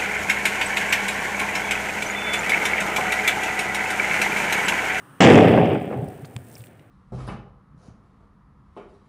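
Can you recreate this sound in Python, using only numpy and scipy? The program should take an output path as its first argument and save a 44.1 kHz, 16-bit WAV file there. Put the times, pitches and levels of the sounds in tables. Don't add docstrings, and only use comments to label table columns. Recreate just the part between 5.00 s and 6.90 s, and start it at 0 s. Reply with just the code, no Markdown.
import sys
import numpy as np
from scipy import signal
from scipy.fft import rfft, irfft
from scipy.io import wavfile
from scipy.ndimage import uniform_filter1d, minimum_filter1d

SR = 44100
rng = np.random.default_rng(int(sys.argv[2]) if len(sys.argv) > 2 else 0)


def dump(signal):
    limited = np.clip(np.atleast_2d(signal).T, -1, 1)
    pcm = np.round(limited * 32767).astype(np.int16)
    wavfile.write(sys.argv[1], SR, pcm)


N = 83790
T = np.arange(N) / SR
HZ = np.maximum(np.arange(N // 2 + 1) * SR / N, 1)
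BLAST_S = .2042
BLAST_GRAIN_DB, CRACK_GRAIN_DB = 2.5, 3.8

# time_s, level_db
ROAR_FADER = [(.205, -10.8), (.28, -8), (.375, -8), (.48, -13.5), (.55, -13.8), (.595, -11.3), (.68, -20),
              (.757, -18.3), (.787, -27.5), (.88, -30.5), (.925, -27.5), (1.08, -35.5), (1.16, -44),
              (1.45, -54.5), (1.9, -66)]
# frequency_hz, gain_db
ROAR_EQ = [(30, -54), (65, -32), (110, -10), (170, -.5), (230, 0), (310, -.5), (520, -2.3), (640, -5.7),
           (780, -5.7), (980, -21), (1400, -31), (2400, -36), (4000, -60)]
# centre_hz, width_hz, gain_db
YARD_RESONANCES = [(217, 30, 2), (312, 28, 2.5), (358, 26, -4), (403, 24, 4), (485, 22, 2), (742, 24, 5.5)]
# frequency_hz, gain_db
GUST_EQ = [(10, -6), (25, -5), (31, -9), (41, 0), (52, -8), (90, -25)]
# frequency_hz, gain_db
BOOM_EQ = [(40, -42), (62, -27), (80, -12), (104, 1), (160, -2), (240, -16), (500, -45)]
# frequency_hz, gain_db
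CRACK_EQ = [(300, -25), (800, -3), (1100, -.5), (1380, -4), (1750, .5), (2600, -.3), (3400, -7.5),
            (4050, -26), (5000, -25), (6500, -42)]
# frequency_hz, gain_db
SIZZLE_EQ = [(2500, -30), (4000, -4), (5000, 0), (6500, -4.5), (7900, -4), (9000, -6), (11000, -20),
             (15500, -21)]
# frequency_hz, gain_db
SNAP_EQ = [(1000, -5), (3000, 3), (4000, -3), (5000, 0), (6500, -2), (7900, 0), (8400, -24), (12000, -40)]
# frequency_hz, gain_db
RUMBLE_EQ = [(30, -40), (65, -17), (112, 1.5), (180, -10), (260, -9), (340, -14), (700, -18), (1100, -29),
             (1750, -25), (3000, -35), (5000, -50)]
# start_s, level_db
BOUNCE_HITS = [(.2058, -8), (.2163, -15), (.2492, -11.5), (.301, -16), (.3355, -15), (.356, -13.5),
               (.378, -17.5), (.409, -21)]
# frequency_hz, gain_db
BOUNCE_EQ = [(150, -12), (500, 3), (1100, 0), (3000, -4), (4200, -17), (7500, -19), (9000, -32),
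             (15000, -50)]
# start_s, level_db, decay_s
SLAP_HITS = [(.446, -18, .012), (.575, -17, .012), (.697, -30, .015), (.753, -27, .008), (.903, -37, .025),
             (.926, -34.5, .018)]
# frequency_hz, gain_db
SLAP_EQ = [(80, -15), (250, 0), (700, -1), (1300, -6), (2500, -15), (4000, -40), (10000, -56)]
# start_s, level_db, pitch_hz
HUSK_HITS = [(.962, -23, 129), (.985, -23, 118), (1.022, -21, 150), (1.075, -28, 105), (1.229, -33, 143),
             (1.271, -42, 116), (1.357, -25, 120), (1.397, -37, 115), (1.594, -37, 108), (1.612, -43, 125),
             (1.776, -47, 124), (1.797, -45, 130)]
# start_s, level_db, centre_hz, decay_s, sharpness_q
SHARD_HITS = [(.657, -41, 5100, .003, 2), (1.0856, -37, 9000, .001, .8), (1.2465, -35, 1400, .003, .8),
              (1.2495, -41, 4200, .005, 2.5), (1.255, -43, 8000, .004, 1.2), (1.3642, -24, 1100, .0012, 1),
              (1.3643, -23.5, 2700, .001, .9), (1.3644, -27, 8300, .0007, 1.6),
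              (1.5147, -43, 8000, .002, 1), (1.5536, -33.5, 5400, .0025, 4), (1.563, -39, 2350, .003, 6),
              (1.5795, -38, 8700, .001, 1), (1.605, -45, 3100, .005, 2), (1.6389, -34.5, 2400, .0015, 2),
              (1.6693, -44, 3000, .003, 1), (1.7945, -45, 2400, .003, 1)]
# time_s, level_db
SPRAY_FADER = [(.21, -56), (.42, -53), (.495, -47.5), (.56, -55), (.95, -59), (1.1, -58), (1.45, -57),
               (1.56, -50.5), (1.665, -53.5), (1.715, -65), (1.9, -75)]
# frequency_hz, gain_db
SPRAY_EQ = [(1500, -17), (3000, -9), (6800, -8), (8600, 3.5), (10500, -4.5), (12500, -6), (14000, -2),
            (15300, 4)]
# frequency_hz, gain_db
AIR_EQ = [(25, -42), (60, -15), (120, 0), (270, -3), (400, -13), (700, -16), (1200, -8), (1750, -14),
          (2200, -25), (2900, -23), (4200, -36), (7600, -37), (8700, -23), (12000, -41), (15300, -28)]


def shock_wave(length_s=.0018):
    phase = (T - BLAST_S) / length_s
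    pressure = from_db(-9) * (1 - 2 * phase) * ((phase > 0) & (phase < 1))
    return signal.sosfilt(signal.butter(4, 2000, fs=SR, output="sos"), pressure)


def yard_roar(attack_s=.0018):
    wash = equalised(noise(BLAST_GRAIN_DB), ROAR_EQ, YARD_RESONANCES)
    return evened(wash, window_s=.035) * fader(ROAR_FADER) * np.clip((T - BLAST_S) / attack_s, 0, 1)


def blast_lows():
    gust = evened(equalised(noise(), GUST_EQ), window_s=.1)
    gust *= envelope(delay_s=.04, attack_s=.01, hold_s=.12, level_db=-41, fall_db_per_s=130)
    boom = evened(equalised(noise(), BOOM_EQ), window_s=.05)
    boom *= envelope(delay_s=.035, attack_s=.015, hold_s=.135, level_db=-17.3, fall_db_per_s=28)
    return gust + boom * fade_out(start_s=.73, db_per_s=70)


def blast_highs():
    crack = equalised(noise(CRACK_GRAIN_DB), CRACK_EQ)
    crack *= envelope(delay_s=.0015, attack_s=.001, hold_s=.035, level_db=-16.5, fall_db_per_s=41)
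    crack *= fade_out(start_s=.72, db_per_s=30)
    sizzle = equalised(noise(BLAST_GRAIN_DB), SIZZLE_EQ)
    sizzle *= envelope(delay_s=.0015, attack_s=.03, hold_s=.12, level_db=-39.3, fall_db_per_s=92)
    snap = equalised(noise(BLAST_GRAIN_DB), SNAP_EQ)
    snap *= envelope(delay_s=.0015, attack_s=.0005, hold_s=.03, level_db=-26.3, fall_db_per_s=260)
    return crack + sizzle + snap


def wall_echoes(bounce_decay_s=.002):
    near = noise() * sum(from_db(db) * burst(start_s, bounce_decay_s) for start_s, db in BOUNCE_HITS)
    far = noise() * sum(from_db(db) * burst(start_s, decay_s) for start_s, db, decay_s in SLAP_HITS)
    return equalised(near, BOUNCE_EQ, unit_rms=False) + equalised(far, SLAP_EQ, unit_rms=False)


def husk_thuds(rise_s=.007, low_cut_hz=60):
    thuds = np.zeros(N)
    for start_s, level_db, pitch_hz in HUSK_HITS:
        age = np.maximum(T - start_s, 0)
        swell, phase = age / rise_s, 2 * np.pi * pitch_hz * age
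        tone = np.sin(phase) + from_db(-11) * np.sin(1.7 * phase)
        thuds += from_db(level_db) * swell * np.exp(1 - swell) * tone
    return signal.sosfilt(signal.butter(2, low_cut_hz, "high", fs=SR, output="sos"), thuds)


def shard_ticks():
    ticks = np.zeros(N)
    for start_s, level_db, centre_hz, decay_s, q in SHARD_HITS:
        grit = noise() * (burst(start_s, decay_s) + 1e-12)
        b, a = signal.iirpeak(centre_hz, q, fs=SR)
        ring = signal.lfilter(b, a, signal.lfilter(b, a, grit))
        makeup_gain = np.sqrt(decay_s * SR / np.sum(ring ** 2) / 8)
        ticks += from_db(level_db) * makeup_gain * ring
    return ticks


def water_spray(drops_per_s=2300, spread_db=4.6):
    sizes = from_db(spread_db * np.minimum(rng.exponential(1, N), 4))
    polarity = rng.choice([-1, 1], N)
    drops = sizes * polarity * (rng.random(N) < drops_per_s / SR)
    return equalised(drops, SPRAY_EQ) * fader(SPRAY_FADER) * (T > BLAST_S)


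def distant_rumble():
    rumble = evened(equalised(noise(), RUMBLE_EQ), window_s=.07)
    return rumble * envelope(delay_s=.3, attack_s=.4, hold_s=.7, level_db=-43.5, fall_db_per_s=12)


def outdoor_air(level_db=-49.3, duck_db=-13):
    return equalised(noise(), AIR_EQ) * from_db(level_db + duck_db * (T > BLAST_S))


def from_db(db):
    return 10 ** (np.asarray(db) / 20)


def noise(grain_db=0):
    knots = np.linspace(0, T[-1], 1500)
    white = rng.standard_normal(N)
    flicker = np.interp(T, knots, rng.standard_normal(len(knots)))
    return white * from_db(grain_db * flicker)


def equalised(x, eq, resonances=(), unit_rms=True):
    hz, db = np.transpose(eq)
    curve_db = np.interp(np.log(HZ), np.log(hz), db)
    for centre_hz, width_hz, gain_db in resonances:
        curve_db += gain_db / (1 + (2 * (HZ - centre_hz) / width_hz) ** 2)
    gain = from_db(curve_db) / (1 + (HZ / hz[-1] / 2) ** 4)
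    y = irfft(rfft(x) * gain, N)
    return y / (y.std() if unit_rms else np.sqrt(np.mean(gain ** 2)))


def evened(x, window_s):
    return x / np.sqrt(uniform_filter1d(x * x, int(window_s * SR)) + 1e-9)


def fader(points):
    return from_db(np.interp(T, *np.transpose(points)))


def envelope(delay_s, attack_s, hold_s, level_db, fall_db_per_s):
    start_s = BLAST_S + delay_s
    attack = np.clip((T - start_s) / attack_s, 0, 1)
    return from_db(level_db) * attack * fade_out(start_s + hold_s, fall_db_per_s)


def fade_out(start_s, db_per_s):
    return from_db(-db_per_s * np.maximum(T - start_s, 0))


def burst(start_s, decay_s):
    return (T >= start_s) * np.exp(-np.maximum(T - start_s, 0) / decay_s)


def scene():
    blast = shock_wave() + yard_roar() + blast_lows() + blast_highs() + distant_rumble() + wall_echoes()
    debris = husk_thuds() + shard_ticks() + water_spray()
    return (blast + debris + outdoor_air())[None]


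def record(dry):
    threshold_db, release_db_per_s, stopband_hz = 1.5, 250, 16100
    over_db = np.maximum(20 * np.log10(np.abs(dry[0]) + 1e-9) - threshold_db, 0)
    release_db = release_db_per_s * T
    reduction_db = np.maximum.accumulate(over_db + release_db) - release_db
    gain = minimum_filter1d(from_db(-reduction_db), size=89)
    limited = dry * uniform_filter1d(gain, size=89)
    rounded = limited / (1 + limited ** 8) ** (1 / 8)
    return signal.sosfilt(signal.cheby2(16, 60, stopband_hz, fs=SR, output="sos"), rounded)


dry = scene()
out = record(dry)
dump(out)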